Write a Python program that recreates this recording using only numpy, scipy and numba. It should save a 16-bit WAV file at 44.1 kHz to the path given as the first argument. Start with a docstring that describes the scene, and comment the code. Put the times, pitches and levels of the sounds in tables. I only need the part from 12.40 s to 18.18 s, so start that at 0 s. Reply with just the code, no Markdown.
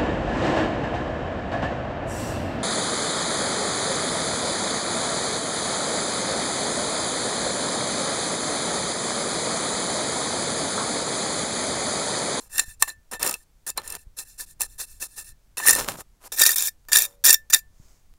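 """Gritty scrapes, wet chops and steel clinks, close by: a trowel works mortar between two concrete blocks.
Its point chops and slices through the wet joint, then its long edge scrapes the dry block faces clean.
Sand catches under the steel and sets the blade ringing: damped while pressed down, freely once it lifts.
The hollow block knocks and resonates, a steel rod hums faintly near the end, and a light breeze blows."""
import sys
import numpy as np
from scipy import signal
from scipy.fft import rfft, irfft
from scipy.io import wavfile
from scipy.ndimage import uniform_filter1d, minimum_filter1d
from numba import njit

SR = 44100
rng = np.random.default_rng(int(sys.argv[2]) if len(sys.argv) > 2 else 0)


def waveform_to_disk(signal):
    """Save audio, clipped to [-1, 1], as 16-bit WAV at the path in sys.argv[1]."""
    frames = np.transpose(np.atleast_2d(signal))
    scaled = np.clip(frames, -1, 1) * 32767
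    samples = np.round(scaled).astype(np.int16)
    wavfile.write(sys.argv[1], SR, samples)


N = 254879
TIME = np.arange(N) / SR

# ringing modes of the blade: pitch_hz, free_t60_s, point_contact_db, edge_contact_db
BLADE_MODES = [(1770, .23, -4, -3), (2400, .02, -28, -13), (2640, .1, -15, -17), (3650, .1, -20, -7.5),
               (4080, .08, -17, -20), (4700, .035, -23, -8), (5530, .06, -18, -9), (5960, .04, -24, -9),
               (7010, .06, -14, -1.5), (7330, .08, -11, -15), (8640, .05, -12, -5), (9230, .05, -11, -14),
               (10400, .06, -12, -9), (12480, .04, -18, -7), (12950, .025, -24, -11),
               (14450, .05, -18, -4.5)]
# the point chops into the joint and pulls out with a hiss:
# start_s, scrape_db, crunch_db, pull_db, pull_fall_s, wetness (0-1)
CHOPS = [(0.173, -23.5, -31.5, -43.5, 0.046, 0), (0.397, -30.5, -44.5, -63, 0.0089, 0.35),
         (1.362, -50, -29.5, -66, .02, 0.15), (1.768, -27, -43.5, -48, 0.09, 0.3),
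         (1.98, -27, -49.5, -47, 0.029, 0.45), (2.197, -25.5, -35, -51, 0.058, 0.29),
         (2.382, -23.5, -44, -46, 0.08, 0.41), (2.6, -23, -38, -50, 0.15, 0.44),
         (2.762, -29.5, -43.5, -44, 0.032, 0.38)]
CHOP_RISE_S = 0.022
# the blade sweeps over mortar and block, swelling and then easing off:
# start_s, rise_s, fall_s, swell_db, sag_db, scrape_db, crunch_db, wetness (0-1)
SWEEPS = [(0.0, 0.0071, 0.073, 1, 12.5, -46, -56, 0.53), (0.093, 0.063, 0.033, 25, 10.5, -30.5, -47, 0.11),
          (0.469, .014, 0.052, 21.5, 35.5, -29.5, -37, 0.02),
          (0.713, 0.026, 0.032, 10, 26, -31.5, -28, 0.1), (0.794, 0.066, 0.098, 14.5, 24.5, -25, -23, 0),
          (0.96, 0.035, 0.041, -9, 1, -58, -71, 0.41), (1.265, 0.031, 0.02, -2.5, 20, -29.5, -39, 0.33),
          (1.432, 0.083, 0.054, 4.5, -1, -43.5, -41, 0.09), (1.58, 0.036, 0.021, -2, 9, -54.5, -81, 0.39),
          (3.17, 0.016, 0.049, -4, 8, -29.5, -34, 0.06), (3.233, 0.058, 0.078, 23, 27, -10, -23, 0.08),
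          (3.359, 0.032, 0.13, 4.5, 36, -25, -24.5, 0.17),
          (3.475, 0.0073, 0.08, 12, 24.5, -27.5, -26, 0.38), (3.569, 0.038, 0.012, 8, 8, -38, -37.5, 0.43),
          (3.803, 0.055, 0.019, 25.5, 4, -40, -39, 0.94), (3.919, 0.0022, 0.033, -2, 8.5, -26, -37.5, 0.34),
          (3.959, 0.055, 0.051, 27, 15.5, -9, -38, 0.08), (4.051, 0.01, 0.084, 6, 14, -12, -44, 0.12),
          (4.158, 0.077, 0.055, -2, 1, -23, -63, 0.39), (4.485, 0.0029, 0.026, -13.5, 14, -42.5, -39, 0),
          (4.517, 0.053, 0.09, 8.5, 15.5, -12.5, -50, 0.11),
          (4.665, 0.0095, 0.08, -5, 16.5, -52.5, -52.5, 0.3),
          (4.84, 0.057, 0.0091, 5.5, 2.5, -9, -44.5, 0.15), (4.918, 0.026, 0.013, -4, 14, -20, -49, 0),
          (5.099, 0.0025, 0.012, 4, 14, -22.5, -41, 0.24),
          (5.124, 0.01, 0.062, 12.5, 28.5, -14.5, -44.5, 0)]


def from_db(db):
    """Decibels to gain."""
    return 10 ** (np.asarray(db) / 20)


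def unit_power(x):
    """Scale to an RMS of 1."""
    return x / np.sqrt(np.mean(x ** 2) + 1e-20)


def smooth(x, decay_s):
    """One-pole lag: every click dies away with this time constant."""
    pole = np.exp(-1 / (decay_s * SR))
    return signal.lfilter([1 - pole], [1, -pole], x + 1e-18)


def drift(turns_per_s):
    """A random wander of unit power."""
    knots = rng.standard_normal(8192)
    return unit_power(np.interp(TIME * turns_per_s, np.arange(len(knots)), knots))


def colour(x, spectrum, size=4096):
    """Minimum-phase EQ through (freq_hz, level_db) points; white noise keeps its power."""
    hz, db = np.transpose(spectrum)
    grid_hz = np.maximum(np.arange(size // 2 + 1) * SR / size, 1)
    cepstrum = irfft(np.log(from_db(np.interp(np.log(grid_hz), np.log(hz), db))))
    causal = (np.arange(size) > 0) & (np.arange(size) < size // 2)
    response = irfft(np.exp(rfft(2 * cepstrum * causal)))
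    return signal.fftconvolve(x, response / np.linalg.norm(response))[:N]


def clicks(times_s, levels_db):
    """One click at each time."""
    out = np.zeros(N)
    out[(np.asarray(times_s) * SR).astype(int)] = from_db(levels_db)
    return out


def grains(per_s, spread_db):
    """Random tiny fractures of uneven size, at unit power."""
    sizes = from_db(spread_db * np.minimum(rng.exponential(1, N), 4))
    return unit_power((rng.random(N) < per_s / SR) * sizes * rng.choice([-1, 1], N))


def stick_slip(per_s, spread_db, decay_s):
    """Friction catches and lets go: power comes in quickly dying bursts, even on average."""
    power = smooth(grains(per_s, spread_db) ** 2, decay_s)
    return power / (uniform_filter1d(power, size=900) + 0.35)


@njit
def resonate(force, width_hz, pitch_hz):
    """A mode whose bandwidth and pitch may change at every sample."""
    out, state = np.zeros(len(force)), 0j
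    for i in range(len(force)):
        state = state * np.exp(np.pi * (2j * pitch_hz[i] - width_hz[i]) / SR) + force[i]
        out[i] = state.real - force[i] / 2   # keeps bass from leaking through
    return out


def outdoors():
    """A quiet open site: faint air, a light breeze and a few soft bumps on the microphone."""
    # wind rumble and air hiss: freq_hz, level_db
    wind_eq = [(15, 4), (30, 4), (60, -3.5), (180, -21), (400, -42.5), (2000, -91)]
    air_eq = [(100, -10.5), (800, -22.5), (3000, -29.5), (6500, -28), (15000, -33)]
    # soft bumps: start_s, level_db
    bump_hits = [(0.28, -42.5), (1.669, -43), (2.897, -41), (3.607, -37), (5.399, -34.5)]
    bump_s = 0.0032
    bumps = smooth(smooth(clicks(*np.transpose(bump_hits)), bump_s), bump_s) * np.e * bump_s * SR
    gusts = from_db(-55 + 3 * drift(14))
    rumble = (gusts + bumps) * colour(rng.standard_normal(N), wind_eq)
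    return rumble + from_db(-67.5) * colour(rng.standard_normal(N), air_eq)


def reflections(x, t60_s=0.11, delay_s=0.003):
    """Nearby blocks and boards throw back a very short, faint wash."""
    response = rng.standard_normal(N) * from_db(-60 * TIME / t60_s) * (TIME > delay_s)
    return from_db(-23) * signal.fftconvolve(x, response / np.linalg.norm(response))[:N]


def rustle(peak_s=5.48, width_s=0.12):
    """A faint rustle swells and fades once the trowel is lifted away."""
    # tone of the rustle: freq_hz, level_db
    rustle_eq = [(500, 0.5), (3500, -10.5), (6700, 0.5), (10000, -12)]
    swell = np.exp(-((TIME - peak_s) / width_s) ** 2)
    return from_db(-62) * swell * colour(grains(per_s=12000, spread_db=4.0), rustle_eq)


def rod_hum(start_s=4.56):
    """A thin reinforcing rod hums faintly after a shove."""
    # bending modes: pitch_hz, t60_s, level_db
    rod_modes = [(480, 1.1, -55), (565, 1.0, -51)]
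    age = np.maximum(TIME - start_s, 0)
    return sum(from_db(db - 60 * age / t60) * np.sin(2 * np.pi * hz * age) for hz, t60, db in rod_modes)


def block_cavity(force):
    """The hollow of the block rings briefly under whatever works on its face."""
    # cavity modes: pitch_hz, width_hz, level_db
    cavity_modes = [(373, 120, -12), (513.3, 160, -2.5), (790, 100, -4.5), (954, 140, -5.5),
                    (1243, 48, -8.5)]
    out = np.zeros(N)
    for hz, width, db in cavity_modes:
        ring = resonate(force, np.full(N, float(width)), np.full(N, float(hz)))
        out += from_db(db) * np.sqrt(4 * np.pi * width / SR) * ring
    return out


def block_thuds(decay_s=0.005):
    """Harder blows draw a dull knock from the block itself."""
    # blows: start_s, level_db
    blows = [(0.1913, -16), (0.423, 2.5), (0.477, -16.5), (1.377, -6), (2.207, -14), (3.2, -9),
             (3.254, -8.5)]
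    # tone of the concrete: freq_hz, level_db
    block_eq = [(150, -20.5), (500, -7), (1150, 8), (1400, -6), (2500, -4), (6000, -36)]
    envelope = smooth(clicks(*np.transpose(blows)), decay_s) * decay_s * SR
    return from_db(-17) * colour(envelope * rng.standard_normal(N), block_eq)


def grinding(start_s=3.32, length_s=0.27):
    """Small stones in the mortar roll between the flat of the blade and the block in low, uneven lumps."""
    # tone of the grind: freq_hz, level_db
    grind_eq = [(50, -2.5), (150, -1), (600, -9.5), (2000, -29.5)]
    pressed = smooth(1.0 * ((TIME > start_s) & (TIME < start_s + length_s)), 0.003)
    lumps = np.sqrt(stick_slip(per_s=90, spread_db=3.0, decay_s=0.005))
    return from_db(-41) * colour(pressed * lumps * rng.standard_normal(N), grind_eq)


def stroke(start_s, rise_s, fall_s, swell_db, sag_db, land_s=0.0017):
    """One move of the hand: its samples, its effort in dB and its contact as the steel lands and lifts."""
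    lift_s, margin_s = 0.0013, 0.06
    length_s = rise_s + fall_s
    first, last = int((start_s - margin_s) * SR), int((start_s + length_s + margin_s) * SR)
    span = np.arange(max(first, 0), min(last, N))
    age = TIME[span] - start_s
    effort_db = np.interp(age, [0, rise_s, length_s], [-swell_db, 0, -sag_db])
    contact = np.exp(np.minimum(age, 0) / land_s - np.maximum(age - length_s, 0) / lift_s)
    return span, effort_db, contact


def hand(release_s=0.00082, pull_after_s=0.081, crunch_follow=0.7):
    """Chops, pull-outs and sweeps add up to two envelopes: steel scrape and mortar crunch."""
    scrape, crunch = np.zeros((2, N))
    for start_s, scrape_db, crunch_db, pull_db, pull_fall_s, _ in CHOPS:
        span, effort_db, contact = stroke(start_s, CHOP_RISE_S, fall_s=0.047, swell_db=16, sag_db=19.5)
        scrape[span] += contact * from_db(scrape_db + effort_db)
        crunch[span] += contact * from_db(crunch_db + effort_db)
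        span, effort_db, contact = stroke(start_s + pull_after_s, rise_s=0.048, fall_s=pull_fall_s,
                                          swell_db=6.5, sag_db=14.5)
        scrape[span] += contact * from_db(pull_db + effort_db)
    for *move, scrape_db, crunch_db, _ in SWEEPS:
        span, effort_db, contact = stroke(*move, land_s=0.00017)
        scrape[span] += contact * from_db(scrape_db + effort_db)
        crunch[span] += contact * from_db(crunch_db + crunch_follow * effort_db)
    return smooth(scrape, release_s), smooth(crunch, release_s)


def wetness():
    """Share of the blade that lies in wet mortar, gliding from one stroke to the next."""
    chops = [(start_s + CHOP_RISE_S, wet) for start_s, *_, wet in CHOPS]
    sweeps = [(start_s + rise_s, wet) for start_s, rise_s, *_, wet in SWEEPS]
    return np.clip(np.interp(TIME, *np.transpose(sorted(chops + sweeps))), 0, 1)


def mortar_squash(crunch):
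    """Wet mortar squashes and crumbles in small clumps."""
    # tone of the mortar: freq_hz, level_db
    mortar_eq = [(60, -9.5), (150, -2), (450, -1), (1200, 2.5), (2000, -7.5), (3500, -7.5), (8000, -28.5)]
    clumps = np.sqrt(0.35 + 0.65 * stick_slip(per_s=200, spread_db=3.0, decay_s=0.0035))
    return colour(crunch * clumps * grains(per_s=1600, spread_db=3.5), mortar_eq)


def grain_cracks(crunch):
    """Single sand grains crack: a few coarse ones, and many small ones wherever mortar is squeezed."""
    # coarse grains: start_s, level_db
    coarse = [(1.463, -27), (1.54, -24), (1.552, -16), (3.394, -6), (3.411, -8), (3.446, -12), (3.487, 0),
              (4.452, -43), (5.739, -40)]
    # tone of a crack: freq_hz, level_db
    crack_eq = [(150, 8.5), (800, 15.5), (15000, 4.5)]
    small = from_db(-16) * crunch * grains(per_s=130, spread_db=3.5)
    return colour(clicks(*np.transpose(coarse)) + small, crack_eq)


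def grit_clashes(decay_s=0.0015, attack_s=0.00073):
    """The steel jumps over coarse grains, each with a bright burst of noise."""
    # jumps: start_s, level_db
    skips = [(0.1805, -2), (0.1931, -1.5), (0.1992, -7), (0.4232, 9.5), (0.7128, -25), (0.795, -28),
             (0.828, -3.5), (0.8626, -7.5), (0.8743, -6), (0.893, -8), (0.91, -9), (0.926, -19),
             (0.9401, -11), (1.3005, -10.5), (1.3743, -7.5), (1.397, -32), (1.447, -37), (1.476, -18),
             (1.501, -16.5), (1.522, -17), (1.551, -17), (2.207, -7.5), (2.216, -3.5), (3.2635, -2.5),
             (3.275, 5), (3.283, 7.5), (3.2914, 3.5), (3.3075, 6.5), (3.331, 0.5), (3.35, -4),
             (3.985, -6.5), (4.014, -2.5), (4.036, -4.5), (4.063, 5.5), (4.106, -2.5), (4.161, -4.5),
             (4.182, -2), (4.223, -6), (4.271, -8), (4.53, 0.5), (4.5579, -0.5), (4.569, 0), (4.62, -0.5),
             (4.839, -11), (4.8515, 7), (4.893, 7), (4.9041, 16.5), (4.928, 7.5), (4.9418, 6), (5.136, 3.5),
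             (5.1441, 8)]
    envelope = smooth(smooth(clicks(*np.transpose(skips)), decay_s), attack_s) * decay_s * SR
    return from_db(-3.5) * envelope * rng.standard_normal(N)


def sliding(scrape, pressure, wet):
    """In wet mortar the steel hisses smoothly; pressed on dry concrete it judders."""
    rough = 0.85 * pressure ** 0.6 * (1 - wet)
    judder = np.sqrt(1 - rough + rough * stick_slip(per_s=240, spread_db=3.3, decay_s=0.0018))
    return scrape * judder * grains(per_s=11000, spread_db=2.1)


def sand_rasp(force, bite, patchy_db=6.0):
    """Where the steel bites on dry concrete, every clump of grains crushes with a colour of its own."""
    # bands that flicker independently: edge_hz
    band_edges = [200, 2500, 4500, 6500, 8500, 10500, 13000, 17000]
    # tone of the sand: freq_hz, level_db
    sand_eq = [(300, -29.5), (1000, -19), (2000, -14.5), (3200, -15.5), (4300, 10.5), (6000, 10.5),
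               (9000, 13.5), (12500, 12), (15500, 2.5)]
    out = np.zeros(N)
    spread = patchy_db * bite * np.log(10) / 20
    for low, high in zip(band_edges, band_edges[1:]):
        band = signal.sosfilt(signal.butter(2, [low, high], "band", fs=SR, output="sos"), force)
        flicker = np.exp(spread * drift(220) - spread ** 2)
        out = band * flicker - out   # alternating signs keep the crossovers even
    return colour(out, sand_eq)


def clinks(mode_hz, others_db=-18.0):
    """Knocks on concrete as one blade mode feels them: where the blade is hit decides which rings most."""
    # knocks: start_s, level_db, favoured_pitch_hz
    knocks = [(0.1933, -20, 1770), (0.196, -2.5, 7330), (0.4243, -9, 1770), (0.501, -28.5, 4080),
              (0.734, -29, 1770), (0.829, -20, 2640), (0.847, -36, 1770), (0.9407, -21, 2640),
              (1.38, -19, 4080), (2.212, -26, 2640), (3.173, -25.5, 2640), (3.274, -11.5, 1770),
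              (3.284, -2.5, 1770), (4.002, -14.5, 1770), (4.063, -9, 2400), (4.522, -14.5, 1770),
              (4.531, 2, 4700), (4.559, -4.5, 3650), (4.944, -25.5, 1770), (5.139, 3.5, 7010),
              (5.146, -10, 3650), (5.158, -21.5, 1770)]
    start_s, level_db, favoured_hz = np.transpose(knocks)
    pitches = np.array(BLADE_MODES)[:, 0]
    nearest_hz = pitches[np.argmin(np.abs(favoured_hz[:, None] - pitches), axis=1)]
    return clicks(start_s, level_db + np.where(nearest_hz == mode_hz, 0, others_db))


def blade_ring(force, pressure, wet):
    """Rubbed and knocked, the steel rings; pressing stiffens and damps it, wet mortar smothers it."""
    on_edge = np.interp(TIME, [3.15, 4.2], [0, 1])   # the hand rolls the blade from point to edge
    lowest_hz, edge_trim_db = BLADE_MODES[0][0], -4.5
    out = np.zeros(N)
    for k, (hz, t60, point_db, edge_db) in enumerate(BLADE_MODES):
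        free_width, contact_width = np.log(1000) / (np.pi * t60), 0.026 * hz
        smother_db = -24 * wet ** 2 - 22.5 * wet * (lowest_hz / hz) ** 4   # mortar holds low modes most
        gain = from_db(point_db + on_edge * (edge_db + edge_trim_db - point_db) + smother_db)
        travel = from_db(3 * drift(110))   # the moving contact favours now one mode, now another
        rubbed = gain * force * travel * np.sqrt(4 * np.pi * (free_width + contact_width) / SR)
        pitch = hz + pressure * (30 + 0.3 * np.sqrt(hz) * (drift(15) + 2 * drift(120)))
        width = free_width + pressure * contact_width + 220 * wet ** 2
        out += resonate(rubbed + (-1) ** k * clinks(hz), width, pitch)
    return out


def scene():
    """Grit is heard directly and through the blade, over the crunch of the mortar; mono."""
    scrape, crunch = hand()
    wet = wetness()
    pressure = np.clip(scrape / from_db(-18), 0, 1) ** 0.42
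    clash = grit_clashes()
    thuds = block_thuds()
    friction = sliding(scrape, pressure, wet)
    # crushed grit shakes the high modes most
    bright_clash = signal.sosfilt(signal.butter(2, 3400, "high", fs=SR, output="sos"), clash)
    steel = from_db(-2) * blade_ring(friction + bright_clash, pressure, wet)
    sand = from_db(-6.5) * sand_rasp(friction + clash, bite=pressure * (1 - wet))
    face_force = (crunch + from_db(-18) * scrape) * grains(per_s=1300, spread_db=5.0)
    cavity = from_db(-14) * block_cavity(face_force)
    mortar = from_db(-10) * mortar_squash(crunch)
    cracks = from_db(2.5) * grain_cracks(crunch)
    work = cavity + steel + sand + mortar + cracks + thuds + grinding()
    return (work + reflections(work) + rustle() + rod_hum() + outdoors())[None]


def record(dry, cutoff_hz=15750):
    """A fast limiter holds down the loudest peaks, then a steep low-pass cuts the top."""
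    allowed_gain = 1 / np.maximum(np.abs(dry), 1)
    gain = uniform_filter1d(minimum_filter1d(allowed_gain, size=31), size=31)
    return signal.sosfilt(signal.ellip(12, 0.1, 80, cutoff_hz, fs=SR, output="sos"), gain * dry)


dry = scene()
out = record(dry)
waveform_to_disk(out)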